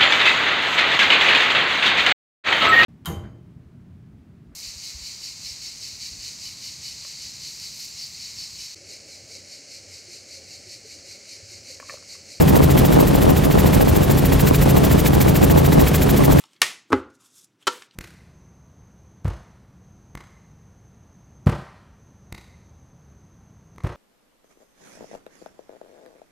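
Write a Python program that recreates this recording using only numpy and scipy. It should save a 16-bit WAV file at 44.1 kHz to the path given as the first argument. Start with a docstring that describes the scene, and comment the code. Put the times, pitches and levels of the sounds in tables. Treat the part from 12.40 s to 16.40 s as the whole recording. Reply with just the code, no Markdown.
"""Helicopter cabin in cruise

Inside a small piston helicopter, on a two-port microphone. Engine and tail rotor drone over the cabin's
rumble. Each pass of the two-bladed main rotor sends a swish through the cabin that sweeps up from a slap
to a hiss. A draught buffets the microphone: its eddies reach the left port first and the right one
about a millisecond later."""
import sys
import numpy as np
from scipy import signal
from scipy.fft import rfft, irfft
from scipy.io import wavfile
from scipy.ndimage import uniform_filter1d, minimum_filter1d

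SR = 44100
rng = np.random.default_rng(int(sys.argv[2]) if len(sys.argv) > 2 else 0)


def store_pcm(level_fs):
    """Save levels as 16-bit WAV."""
    pcm = np.round(np.clip(level_fs, -1, 1) * 32767).astype(np.int16)
    wavfile.write(sys.argv[1], SR, np.atleast_2d(pcm).T)


N = 176400
BLADE_HZ, FIRST_PASS_S = 13.571, .0174


def undb(db):
    return 10 ** (np.asarray(db) / 20)


def unit(x):
    """Scaled to rms 1."""
    return x / np.sqrt(np.mean(x ** 2))


def curve(rows):
    """Gain over time from (time [s], level [dB]) points."""
    return undb(np.interp(np.arange(N) / SR, *np.array(rows).T))


def walk(per_s):
    """Random levels, each held 1 / per_s seconds, smoothed twice; rms 1."""
    hold = int(SR / per_s)
    steps = np.repeat(rng.standard_normal(N // hold + 1), hold)
    return unit(uniform_filter1d(uniform_filter1d(steps, hold), hold)[:N])


def colour(x, spectrum):
    """Shaped by (frequency [Hz], level [dB]) points; rms 1."""
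    hz, db = np.array(spectrum).T
    bins_hz = np.maximum(np.arange(N // 2 + 1) * SR / N, 1)
    gain = undb(np.interp(np.log(bins_hz), np.log(hz), db))
    return unit(irfft(rfft(x) * gain, N))


def stereo_noise(spectrum, side_db):
    """Coloured noise that is nearly the same at both ports."""
    mid, side = (colour(rng.standard_normal(N), spectrum) for _ in range(2))
    return mid + undb(side_db) * side * np.array([[1], [-1]])


# cabin air at the microphone (frequency [Hz], relative level [dB])
CABIN_SPECTRUM = [(18, -28), (30, -8), (44, 3), (70, 3), (105, 0.5), (140, 1), (185, 2), (240, -5.5),
                  (400, -6.5), (600, -13.5), (950, -19.5), (1400, -23), (2100, -25.5), (3000, -27),
                  (5000, -32.5), (9000, -35.5), (16000, -39.5)]

def cabin(t, level_db=-17.5, throb_depth=.076, throb_delay_s=.039):
    """Rumble and air noise all round the microphone, throbbing slightly with the blades."""
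    throb = 1 + throb_depth * np.cos(2 * np.pi * BLADE_HZ * (t - FIRST_PASS_S - throb_delay_s))
    rumble = stereo_noise(CABIN_SPECTRUM, side_db=-12.5)
    flutter = undb(1.5 * walk(per_s=120))
    return undb(level_db) * rumble * throb * flutter


def drone(hz, partials, speed_wander=.001403, waver_db=1.3):
    """Partials locked to one governed shaft, each wavering in level."""
    phase = 2 * np.pi * np.cumsum(hz * (1 + speed_wander * walk(per_s=3))) / SR
    out = 0
    for multiple, db in partials:
        waver = undb(waver_db * walk(per_s=4.915))
        tone = np.sin(multiple * phase + 2 * np.pi * rng.random())
        out += undb(db) * unit(waver * tone)
    return out


# engine partials (multiple of the firing rate, base level [dB])
ENGINE_PARTIALS = [(.5, -38.5), (1, -23), (1.5, -35.5), (2, -32)]
# swell of the engine note (time [s], level [dB])
ENGINE_SWELL = [(0, -4), (.35, 4.5), (.6, -4), (1.5, -5), (1.8, 3), (2.9, 0.5), (3.35, 0), (3.9, 4)]

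def engine(firing_hz=136.1):
    """The piston engine's firing, heard from the cabin as a low note."""
    return drone(firing_hz, ENGINE_PARTIALS) * curve(ENGINE_SWELL)


# tail rotor partials (multiple of the blade rate, base level [dB])
TAIL_PARTIALS = [(1, -25), (2, -26), (3, -49.5)]
# swell of the tail rotor note (time [s], level [dB])
TAIL_SWELL = [(0, 2), (.2, .5), (.45, -5), (1, -3), (1.35, 4), (1.75, -2), (2.3, -2), (2.8, -1), (3.25, 3),
              (3.6, 0), (4, 0)]

def tail_rotor(blade_hz=80.7):
    """Back on the tail, the blades pass fast enough to make a hum."""
    return drone(blade_hz, TAIL_PARTIALS) * curve(TAIL_SWELL)


# strength of the swish (time [s], level [dB])
SWISH_SWELL = [(0, -.5), (.9, -2), (1.7, -1), (2.1, 0.4), (2.8, -1.1), (3.3, 0), (4, 0.5)]
# blade passes that stand out (time [s], boost [dB])
LOUD_PASSES = [(.16, 2.5), (.38, 3), (1.19, 1.5), (1.34, 3), (1.49, 0), (2.01, 1.5), (2.08, 3.5),
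               (2.23, 1.5), (2.67, 5.5), (2.82, 4.5), (2.96, 2), (3.04, 1.5), (3.55, 2.5)]
# the three stages of a pass (frequency [Hz], relative level [dB])
SLAP_SPECTRUM = [(300, -25), (800, 1), (1300, -6.5), (1700, -0.5), (2300, -2), (3000, -7), (4000, -8.5),
                 (6000, -20), (16000, -29)]
RUSH_SPECTRUM = [(1000, -3), (2500, -7), (3500, 1.5), (5000, -18), (6700, -8), (7700, 6), (8300, -8),
                 (10000, -30), (16000, 3.5)]
HISS_SPECTRUM = [(1000, -10), (2500, -7), (6000, -6.5), (7200, -4), (8500, -10), (10000, -7.5),
                 (11700, -1.5), (13200, 1.5), (16000, -3)]
# timing of slap, rush and hiss (peak after the pass [s], rise [s], fall [s])
STAGE_TIMING = [(-.009, .0035, .0058), (-.002, .006, .008), (.004, .0125, .0075)]

def main_rotor(t, scatter_db=.57, grain_db=1.17):
    """Each blade passing overhead is a slap, a rush and a hiss in quick succession."""
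    passes = (t - FIRST_PASS_S) * BLADE_HZ
    nearest = np.round(passes).astype(int)
    since_s = (passes - nearest) / BLADE_HZ
    scatter = lambda: scatter_db * rng.standard_normal(nearest.max() + 1)[nearest]
    accent = sum(db * (nearest == round((when - FIRST_PASS_S) * BLADE_HZ)) for when, db in LOUD_PASSES)
    strength = undb(accent + scatter()) * curve(SWISH_SWELL)
    stages = (SLAP_SPECTRUM, -35.5), (RUSH_SPECTRUM, -35.5), (HISS_SPECTRUM, -29.5)
    out = 0
    for (spectrum, db), (peak, rise, fall) in zip(stages, STAGE_TIMING):
        width_s = np.where(since_s < peak, rise, fall)
        swell = np.exp(-.5 * ((since_s - peak) / width_s) ** 2)
        grain = undb(scatter() / 2 + grain_db * walk(per_s=300))
        out += undb(db) * unit(swell * strength * grain) * stereo_noise(spectrum, side_db=-18)
    return out


def pulses(times, sizes):
    """One impulse at each time."""
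    return np.bincount(np.maximum(times * SR, 0).astype(int), sizes, N)[:N]


def curl(x, hz):
    """Two all-pass stages that stretch each impulse into a couple of swings."""
    b, a = signal.iirpeak(hz, 1, fs=SR)
    for _ in range(2):
        x = signal.lfilter(a - 2 * b, a, x)
    return x


# draught right on the ports (frequency [Hz], relative level [dB])
DRAUGHT_SPECTRUM = [(20, -27), (60, -15.5), (130, 0), (250, 1.5), (450, -2), (800, -9), (1100, -14.5),
                    (1600, -27), (2500, -34), (5000, -60), (16000, -78)]
# strength of the draught (time [s], level [dB])
DRAUGHT_SWELL = [(0, 2.5), (.35, 0), (.6, 3.5), (.88, 2.2), (1.15, 1.3), (1.3, .5), (1.62, 2), (1.82, -4),
                 (2.05, .5), (2.19, -8), (2.32, -1.5), (2.52, 1.5), (2.63, -1), (2.83, 3.5), (3.1, 0.5),
                 (3.4, 4), (3.56, -10.5), (3.7, -0.5), (4, 2.5)]
# hardest buffets (time [s], level over the rms eddy [dB])
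HARD_BUFFETS = [(.015, 9), (.204, 14.5), (0.356, 8), (0.568, 7.5), (0.589, 12), (0.626, 8), (0.751, 11),
                (1.1, 8), (1.175, 10), (1.244, 11), (1.565, 7), (1.839, 6), (2.11, 14), (2.226, 5),
                (2.274, 8), (2.578, 5), (2.862, 10), (3.034, 6), (3.245, 2), (3.743, 4), (3.792, 7)]

def draught(t, level_db=-15.5, swirl_db=-8, eddies_per_s=260, port_lag_s=.001038, port_mismatch=.29):
    """Eddies come in bursts and thump the left port, then the right; fine swirls fill the gaps."""
    bursts = undb(7 * np.tanh(walk(per_s=60) / 2))
    force = unit(bursts * curve(DRAUGHT_SWELL))
    jitter, push = rng.random((4000, 2)).T
    when = (np.arange(len(jitter)) + 2 * jitter) / eddies_per_s
    size = unit(push - .5) * np.interp(when, t, force)
    hard_s, hard_db = np.array(HARD_BUFFETS).T
    when, size = np.r_[when, hard_s], np.r_[size, -undb(hard_db)]
    swirls = undb(swirl_db) * force * rng.standard_normal((2, N))
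    late, uneven = rng.standard_normal((len(when), 2)).T
    left = pulses(when, size * (1 + port_mismatch * uneven))
    right = pulses(when + port_lag_s * np.exp(.25 * late), size * (1 - port_mismatch * uneven))
    ports = unit(np.array([left, right])) + swirls
    pressure = ports - .3 * ports[::-1]  # each port loses a little of the other, so the pair sounds wider
    return undb(level_db) * colour(curl(pressure, hz=501), DRAUGHT_SPECTRUM)


def scene():
    """Everything that reaches the microphone in the cabin."""
    t = np.arange(N) / SR
    return main_rotor(t) + engine() + tail_rotor() + cabin(t) + draught(t)


def record(dry):
    """The recorder's fast limiter holds the hardest buffets near full scale; the top is cut."""
    ceiling, limiter_s, top_hz = .98, .002, 15900
    window = int(limiter_s * SR)
    needed_gain = ceiling / np.maximum(np.abs(dry), ceiling)
    gain = uniform_filter1d(minimum_filter1d(needed_gain, window), window)
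    lowpass = signal.ellip(10, .1, 90, top_hz, fs=SR, output="sos")
    return signal.sosfilt(lowpass, dry * gain)


dry = scene()
out = record(dry)
store_pcm(out)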